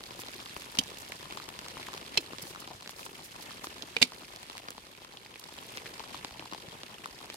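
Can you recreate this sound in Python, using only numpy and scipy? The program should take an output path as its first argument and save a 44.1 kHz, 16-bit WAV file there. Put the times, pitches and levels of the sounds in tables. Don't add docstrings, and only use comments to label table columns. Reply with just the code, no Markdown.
import sys
import numpy as np
from scipy import signal
from scipy.fft import rfft, irfft
from scipy.io import wavfile
from scipy.ndimage import uniform_filter1d

SR = 44100
rng = np.random.default_rng(int(sys.argv[2]) if len(sys.argv) > 2 else 0)


def store_wav(level_fs):
    pcm = np.round(np.clip(np.atleast_2d(level_fs), -1, 1) * 32767)
    wavfile.write(sys.argv[1], SR, pcm.T.astype(np.int16))


N = 324576
SIZE = 4096
AGE = np.arange(SIZE) / SR
TIME = np.arange(N) / SR

# t/s, level/dB
SHOWER = [(0.0, -53.5), (1.27, -52), (1.56, -53.5), (1.82, -50.5), (2.19, -53), (2.48, -52.5),
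          (2.81, -57.5), (3.42, -53), (4.39, -55.5), (4.96, -58.5), (5.37, -59), (5.58, -54), (5.86, -53.5),
          (6.17, -52.5), (6.31, -55.5), (7.13, -54.5), (7.28, -56.5), (7.36, -54)]
# f/Hz, left-right level/dB
PORT_LEAN = [(60, -1), (200, 4), (380, 0.5), (650, 6), (1300, 3), (2400, -2), (4400, -1), (8000, -4.5),
             (15000, 3)]
USUAL_SHOWER_DB = -54
PATTER_FOLLOWS = 0.74
PORT_LAG_S = 0.000436
SHIVER_T60_S = 0.026
ROOF_HZ = 926


def from_db(db):
    return 10 ** (np.asarray(db) / 20)


def rms_one(x):
    return x / np.sqrt(np.mean(x ** 2) + 1e-20)


def at_hz(points, hz):
    known_hz, db = np.transpose(points)
    return np.interp(np.log(hz + 1), np.log(known_hz), db)


def along(curve, s):
    return np.interp(s, *np.transpose(curve))


def bins(size):
    return np.arange(size // 2 + 1) * SR / size


def panned(db):
    return from_db(np.array([[.5], [-.5]]) * db)


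def add(out, s, sound):
    start = round(s * SR)
    out[:, start:start + sound.shape[-1]] += sound[..., :N - start]


def resonance(hz, centre_hz, sharpness):
    detuning = (hz + 1) / centre_hz - centre_hz / (hz + 1)
    return -10 * np.log10(1 + (sharpness * detuning) ** 2)


def together(a_db, b_db):
    return 20 * np.log10(np.hypot(from_db(a_db), from_db(b_db)))


def causal(db):
    cepstrum = irfft(db * np.log(10) / 20)
    cepstrum[1:SIZE // 2] *= 2
    cepstrum[SIZE // 2 + 1:] = 0
    return np.exp(rfft(cepstrum))


def all_around(size):
    hz = bins(SIZE)
    lags = PORT_LAG_S * np.cos(np.linspace(0, np.pi, 24))
    alike = np.cos(2 * np.pi * np.outer(hz, lags)).mean(1)
    alike = alike * 1.16 / (1 + (hz / 4000) ** 2)
    alike = np.clip(np.interp(bins(size), hz, alike), -1, 1)
    mid, side = rfft(rng.standard_normal((2, size)))
    mid = np.sqrt((1 + alike) / 2) * mid
    side = np.sqrt((1 - alike) / 2) * side
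    return irfft(mid + side * [[1], [-1]], size)


def wash(spectrum):
    hz = bins(N)
    gains = from_db(at_hz(spectrum, hz)) * panned(at_hz(PORT_LEAN, hz))
    return rms_one(irfft(rfft(all_around(N)) * gains, N))


def flutter(t60):
    shiver = all_around(SIZE) * from_db(-60 * AGE / max(t60, .002))
    return rfft(rms_one(shiver)) / np.sqrt(SIZE)


def direct(bearing):
    delay = PORT_LAG_S * (1 + np.array([[-.5], [.5]]) * np.sin(bearing))
    return np.exp(-2j * np.pi * bins(SIZE) * delay)


def splat(grain_hz=450, latest_s=.0024, fade_hz=5000):
    hz = bins(SIZE)
    uneven = np.interp(hz / grain_hz, np.arange(128), rng.random(128))
    late_s = latest_s / (1 + hz / fade_hz) * uneven
    return np.exp(-2j * np.pi * np.cumsum(late_s) * hz[1])


def drop(colour_db, lean_db, bearing, shiver_db=-3, tent_db=-11, tent_t60=0.065, sag_hz=450,
         spread_s=0.000584):
    hz = bins(SIZE)
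    bass_lift = 1 + 2.5 / (1 + (hz / sag_hz) ** 4)
    tail = from_db(tent_db) * bass_lift * flutter(tent_t60)
    shiver = from_db(shiver_db) * flutter(SHIVER_T60_S)
    ripple = np.exp(-4j * np.pi * spread_s * np.sqrt(1000 * hz))
    blow = (direct(bearing) + shiver + tail) * ripple * splat()
    return irfft(blow * causal(colour_db) * panned(lean_db))


def patter(colour, per_s, size_db, largest, low_hz, high_hz, ring_db, sharpness, shiver_db=-3, count=36):
    out, hz = np.zeros((2, N)), bins(SIZE)
    taps = rng.random((count, 1000, 2))
    bearings = rng.permutation(np.linspace(0, 2 * np.pi, count, endpoint=False))
    pitches = np.geomspace(low_hz, high_hz, count)
    for bearing, pitch, chances in zip(bearings, pitches, taps):
        tone = at_hz(colour, hz) + together(0, ring_db + resonance(hz, pitch, sharpness))
        lean_db = at_hz(PORT_LEAN, hz) + 4.1 * np.sin(bearing)
        sound = drop(tone, lean_db, bearing, shiver_db=shiver_db)[:, :SIZE // 2]
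        share = per_s * N / SR / len(chances) / count
        for when, chance in chances[chances[:, 1] < share]:
            rarity = min(np.log(share / chance), largest)
            add(out, when * TIME[-1], from_db(size_db * rarity) * sound)
    return rms_one(out - out.mean())


def far_rain(swing_db, usual_db=-56.5):
    # f/Hz, spectral level/dB
    hiss_colour = [(15, -32), (25, -1), (43, 7), (80, 9), (293, 3), (560, -4.5), (988, -2), (1520, -20),
                   (2480, -2), (3340, 0), (4610, -5.5), (6380, -8), (12500, -9.5), (14800, -14),
                   (16000, -35)]
    return from_db(usual_db + swing_db) * wash(hiss_colour)


def ticks(swing_db, usual_db=-50.5):
    # f/Hz, spectral level/dB
    tick_colour = [(60, -13), (250, -3), (700, -4.5), (1500, 1.5), (2400, -2), (4500, -3), (7000, -5.5),
                   (11000, -7.5), (16000, -21)]
    taps = patter(tick_colour, per_s=750, size_db=4.0, largest=3.3, low_hz=1705, high_hz=4940,
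                  ring_db=13.0, sharpness=5, shiver_db=3.0)
    return from_db(usual_db + swing_db) * taps


def plops(swing_db, usual_db=-53):
    # f/Hz, spectral level/dB
    plop_colour = [(40, -39), (120, 3), (260, 0.5), (380, 2.5), (540, 0), (720, -1.5), (1000, 2),
                   (1500, -5.5), (3000, -23.5), (8000, -48), (16000, -31)]
    taps = patter(plop_colour, per_s=260, size_db=4.0, largest=2.28, low_hz=261, high_hz=2130,
                  ring_db=9.5, sharpness=4.5)
    return from_db(usual_db + PATTER_FOLLOWS * swing_db) * taps


def draught(level_db=-71, low_hz=35, high_hz=100):
    band = signal.butter(2, [low_hz, high_hz], "band", fs=SR, output="sos")
    return from_db(level_db) * rms_one(signal.sosfilt(band, rng.standard_normal((2, N))))


def impacts(drops, level_db=-0.5, bass_db=-14, top_db=-11.0):
    out, hz = np.zeros((2, N)), bins(SIZE)
    for s, db, pitch, plop, slack, bearing in drops:
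        splash = -13.5 - 0.99 * slack
        blow = [(50, slack + bass_db), (330, slack), (1400, -3.0), (2500, -0.3), (4600, 0.0),
                (8500, splash), (16000, splash + top_db)]
        colour = together(at_hz(blow, hz), plop + 3 * resonance(hz, pitch, 1.5))
        pan = 5 - 4 * np.log2(pitch / ROOF_HZ)
        near = drop(colour, (pan + at_hz(PORT_LEAN, hz)) / 2, bearing, shiver_db=-11)
        add(out, s, from_db(level_db + db) * near)
    return out


def heaviest_drops():
    heavy_table = [(0.0371, -14, 3840.0, 6, -4, -0.45), (0.1066, -14, 1040, 9, 3, -0.99),
                   (0.1908, -13.5, 1020, 11, 7, -0.51), (0.2175, -15.5, 2700, 6, -11, -0.58),
                   (0.2834, -10, 1180.0, 0, 4, -0.86), (0.4627, -18, 1090, 14, 1, -0.43),
                   (0.5635, -11, 1070, 11.5, 11.5, -1.06), (0.6195, -13, 2400, 3, -3, 0.46),
                   (0.7518, -12, 1290.0, 7, -4, -1.0), (0.7712, -7.5, 1040, 4, 1, -0.79),
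                   (0.8362, -16.5, 5300, 3, -5, -0.3), (1.1204, -12, 2180, 12, -6.0, -0.2),
                   (1.2545, -21, 1130, 15, 1, 0.38), (1.3229, -12.5, 1180.0, 10, 6.5, -1.1),
                   (1.3718, -9.5, 1100, 13, -3, 0.68), (1.3985, -17.5, 1190, 15, 4, -0.31),
                   (1.4882, -9, 1010.0, 3, -6, -0.2), (1.5894, -8, 1130.0, 7, -3, -0.98),
                   (1.6275, -22, 1100, 2, 4, 0.73), (1.683, -10.5, 4500, -8, -7, -0.3),
                   (1.768, -17, 1070, 16.5, 0, 0.2), (1.8674, -18, 1960, 14, -12, 0.021),
                   (1.8841, -14, 1080.0, 15, -1, 0.0), (1.9309, -13.5, 1030.0, 9, -5, -0.42),
                   (1.9378, -9, 1240.0, 5, -3, -0.62), (1.9765, -11, 1000, 6, -2, -0.48),
                   (2.3319, -13.5, 1140, 11, 10, -0.55), (2.383, -8.5, 4180, 0, 1, -1.15),
                   (2.4525, -21, 1000, 6, 11, -0.56), (2.5584, -16.5, 1200, 15.5, 1, -0.45),
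                   (2.6215, -20.5, 1200, 14.5, 9, 0.38), (2.674, -13.5, 1040, 11, 2, -0.74),
                   (2.7024, -20, 850.0, 10, 17.5, 0.0), (2.709, -21, 950, 16, 9, 0.52),
                   (2.8075, -18, 1100, 6, -6, -0.59), (2.8225, -16.5, 1000, 8.5, -1, 0.4),
                   (2.859, -18, 1700, 10, 6, -0.2), (2.8746, -9, 4230, -15, -2, -0.35),
                   (2.8925, -10.5, 960, 4, -3, 0.2), (3.0615, -14, 1070, 14, 3, -0.72),
                   (3.6416, -9.5, 1130, 11, 1, 0.26), (3.6691, -9, 1360, 7, 5, -0.8),
                   (3.8288, -16, 1030.0, 8, 13, -0.37), (4.119, -15.5, 1000, 11.5, 2, 0.2),
                   (4.3602, -15, 4200.0, 2, -8, -0.41), (4.429, -15.5, 2500, 0, -5, 0.3),
                   (4.4976, -12, 1030.0, 9, 2, -1.6), (4.569, -14, 1950, 9, -4, -0.5),
                   (4.5786, -11, 1950.0, -3, -6, -0.18), (4.6839, -10, 1250, 11, 3, -0.96),
                   (4.7044, -12, 2760.0, -13, -14, 0.43), (4.7789, -14.5, 900.0, 11.5, 4, -0.27),
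                   (4.9495, -26, 2400, 8, -2, -0.16), (5.0175, -21.5, 800, 12, 9, 0.41),
                   (5.0465, -15.5, 1120, 6.5, -2.0, 0.24), (5.2607, -23.5, 2260, 13.5, -1, 0.0),
                   (5.3567, -18, 2360, 10, 7, -0.15), (5.4385, -17, 4230, 8, -6, 0.2),
                   (5.7718, -5.0, 1080.0, 0, -1, -0.81), (5.8574, -16, 1750.0, 12, 9, -0.021),
                   (5.8643, -19, 2150.0, 17, 3, 0.26), (5.9946, -9, 865, 9, 4, 1),
                   (6.0012, -16.5, 960, 16.5, 2, 0.2), (6.0382, -19, 1030.0, 15, 4, 0.31),
                   (6.1435, -18, 1000, 20, 2, 0.0), (6.246, -4, 940, 7, 0, -0.23),
                   (6.308, -16, 950, 9, -2, -0.17), (6.3942, -10, 2720, 3.5, 9, 0.8),
                   (6.4225, -20, 940, 16.5, 12, 0.3), (6.5139, -14, 4010.0, -8, 7, 0.61),
                   (6.523, -14, 1030.0, 15.5, 13, 0.57), (6.533, -10, 1030.0, 10, 0, -1.1),
                   (6.5461, -12.5, 795, 12, 1.5, 0.0), (6.58, -25, 1080.0, 17, 9, -1.2),
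                   (6.8323, -10.5, 1180.0, 0, 1, -0.24), (7.0572, -14.5, 1150, 19.5, -10, -0.59),
                   (7.2115, -19, 1000.0, 10.5, 11, 0.15), (7.2993, -8, 2550.0, 3, 1.5, 0.31)]
    return impacts(heavy_table)


def lesser_drops(per_s=20, level_db=-21.5, spread_db=2.5, plop_db=11, slack_spread_db=3):
    roof_share, taut_hz, pitch_spread_oct = .8, 2660, 0.2
    rows = []
    for moment, panel, *chance in rng.random((round(per_s * TIME[-1]), 7)):
        size, detune, ring, slack, bearing = np.sqrt(3) * (2 * np.array(chance) - 1)
        s = moment * TIME[-1]
        swing_db = along(SHOWER, s) - USUAL_SHOWER_DB
        db = level_db + spread_db * size + PATTER_FOLLOWS * swing_db
        panel_hz = ROOF_HZ if panel < roof_share else taut_hz
        pitch = panel_hz * 2 ** (pitch_spread_oct * detune)
        rows.append((s, db, pitch, plop_db + spread_db * ring, slack_spread_db * slack, bearing))
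    return impacts(rows)


def rustle(rest_db=-1):
    # t/s, relative level/dB
    arm_motion = [(0, -62), (0.2, -56.5), (1.15, -53), (1.9, -82), (2.5, -59.5), (3.1, -59.5), (4.5, -63),
                  (5.2, -68.5), (5.7, -56), (6.2, -72), (6.6, -106), (7.36, -51)]
    # t/s, level/dB, standard deviation of the Gaussian swell/s
    sleeve_strokes = [(0.206, -44, 0.013), (2.212, -47, .006), (2.424, -39, 0.0045), (2.485, -49, 0.028),
                      (2.604, -43.5, 0.0039), (2.909, -45, 0.0041), (3.005, -50, 0.027),
                      (3.056, -44, 0.0057), (3.251, -47, 0.012), (3.428, -46, 0.0066),
                      (3.649, -43.5, 0.0097), (5.397, -41, 0.0018)]
    # f/Hz, spectral level/dB
    nylon_colour = [(200, -33), (2000, -16), (5000, -2), (8000, -5.5), (12000, -4.5), (16000, -12.5)]
    strokes = np.zeros(N)
    for s, db, width in sleeve_strokes:
        strokes += from_db(db) * np.exp(-.5 * ((TIME - s) / width) ** 2)
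    grains = patter(nylon_colour, per_s=430, size_db=11, largest=2.6, low_hz=3500, high_hz=12000,
                    ring_db=23, sharpness=1.7, count=16)
    return from_db(along(arm_motion, TIME) + rest_db) * grains + strokes * wash(nylon_colour)


def bumps(t60=0.029, rise_s=0.0046):
    # t/s, relative level/dB, f/Hz
    thuds = [(0.562, -37, 69.6), (0.785, -35, 110), (1.769, -42, 79), (2.177, -33, 129),
             (2.429, -32.5, 152), (2.745, -37, 104), (6.314, -40, 66), (6.681, -34, 144)]
    out = np.zeros((2, N))
    for s, db, hz in thuds:
        envelope = from_db(db - 60 * AGE / t60) * (1 - np.exp(-AGE / rise_s))
        add(out, s, envelope * 2 * np.sin(2 * np.pi * hz * AGE))
    return out


def buckle(colour_db, run_s, t60, swell_s=0.00097, tent_db=-14, tent_t60=0.087):
    envelope = (1 - np.exp(-AGE / swell_s)) * from_db(-60 * np.maximum(AGE - run_s, 0) / t60)
    crackle = rfft(all_around(SIZE) * envelope)
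    uneven_db = 10 * np.log10(uniform_filter1d(abs(crackle) ** 2, size=24, axis=1) + 1e-12)
    crackle = crackle * np.array([causal(-port) for port in uneven_db])
    return irfft((crackle + from_db(tent_db) * flutter(tent_t60)) * causal(colour_db))


def wall_ring(wall_hz):
    ring_modes = [(1, 3), (1.23, 2.5), (1.59, 5.5), (2.02, 4.5), (2.76, 2.5)]
    hz = bins(SIZE)
    ring_db = -4
    for multiple, db in ring_modes:
        ring_db = together(ring_db, db + resonance(hz, multiple * wall_hz, 20))
    return ring_db


def body_ring(body_hz, body_db, off_centre_db=9):
    # f/Hz, relative level/dB, t60/s
    body_modes = [(187.5, -40, 0.089), (253, -39, 0.078), (330, -48.5, 0.1), (457, -37, 0.062),
                  (730, -37, 0.012), (886, -35, 0.023)]
    body = 0
    for mode_hz, mode_db, ring_s in body_modes:
        jolt_db = body_db - off_centre_db * abs(np.log2(mode_hz / body_hz))
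        decay = from_db(mode_db + jolt_db - 60 * AGE / ring_s)
        body = body + decay * np.cos(2 * np.pi * mode_hz * AGE)
    return body


def bottle(body_pan_db=2.5, wall_pan_db=6):
    # t/s, relative level/dB, run of the fold/s, ring t60/s, wall f/Hz,
    # bite level/dB, brightness level/dB, most jolted body f/Hz, body level/dB, left-right level/dB
    folds = [(0.7869, 10.5, 0.0012, 0.024, 3080, -1, -2, 182, -3.5, -5),
             (2.169, -8, 0.0018, 0.03, 1930, -2, -3, 330, -14, -4),
             (2.1737, 10.5, 0.0031, 0.017, 2610, 3.5, -3, 690, -4, -4),
             (3.822, -9, 0.00088, 0.012, 3220, 2.5, -5.5, 332, -5, -10),
             (3.9655, 7.5, 0.0014, 0.016, 2380, -7, -11, 460, -3, -7),
             (4.015, -7, 0.001, 0.024, 2600, 5, 4, 178, 13, -2),
             (4.0169, 8.5, 0.0026, 0.024, 2340, 1, 4, 210, 0.5, -13),
             (4.0247, 15, 0.0029, 0.012, 2300, 4.5, 2, 266, -1.5, -6),
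             (4.033, -11, 0.0059, 0.018, 2570, 7, 13, 466, -11, -4),
             (4.048, -19, 0.0068, 0.015, 2600, 9, 9, 240, -14, 2)]
    # multiple of the wall pitch, level/dB
    wall_colour = [(.03, -29), (.05, -18), (.08, -14), (.19, -8.5), (.33, -7), (.45, -10), (.62, -5.5),
                   (.79, 0), (1, 8), (1.3, 1), (2, 0.5), (2.6, -7.5), (3.4, -6), (4.8, -13.5), (6.5, -30)]
    out, hz = np.zeros((2, N)), bins(SIZE)
    for s, db, run_s, t60, wall_hz, bite_db, bright_db, body_hz, body_db, pan in folds:
        colour = at_hz(np.array(wall_colour) * [wall_hz, 1], hz)
        colour = colour + at_hz([(2600, 0.0044), (4200, bite_db), (8000, bright_db)], hz)
        lean = at_hz([(250, body_pan_db), (950, wall_pan_db), (2400, pan), (7000, pan / 2)], hz)
        ring_db = wall_ring(wall_hz)
        ports = np.array([causal(ring_db + lean / 2), causal(ring_db - lean / 2)])
        wall = irfft(rfft(buckle(colour, run_s, t60)) * ports)
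        body = body_ring(body_hz, body_db) * panned(body_pan_db)
        add(out, s, from_db(db) * (wall + body))
    return out


def dents(slide_s=0.0172, rise_s=0.0015):
    # t/s, level/dB, first f/Hz, last f/Hz, t60/s
    hollow_notes = [(0.7879, -24.5, 289, 224, 0.056), (2.1748, -29.5, 540, 225, 0.1)]
    out = np.zeros((2, N))
    for s, db, first_hz, last_hz, t60 in hollow_notes:
        pitch = last_hz + (first_hz - last_hz) * np.exp(-AGE / slide_s)
        envelope = from_db(db - 60 * AGE / t60) * (1 - np.exp(-AGE / rise_s))
        add(out, s, envelope * np.sin(2 * np.pi * np.cumsum(pitch) / SR))
    return out


def scene():
    swing_db = along(SHOWER, TIME) - USUAL_SHOWER_DB
    rain = far_rain(swing_db) + ticks(swing_db) + plops(swing_db)
    overhead = heaviest_drops() + lesser_drops()
    camper = rustle() + bumps() + bottle() + dents()
    return rain + draught() + overhead + camper


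def record(dry, ceiling=.85, cutoff_hz=15900):
    trimmed = signal.sosfilt(signal.butter(2, 36, "high", fs=SR, output="sos"), dry)
    rounded = trimmed / (1 + (trimmed / ceiling) ** 6) ** (1 / 6)
    steep = signal.ellip(12, .1, 80, cutoff_hz, fs=SR, output="sos")
    return signal.sosfilt(steep, rounded)


dry = scene()
out = record(dry)
store_wav(out)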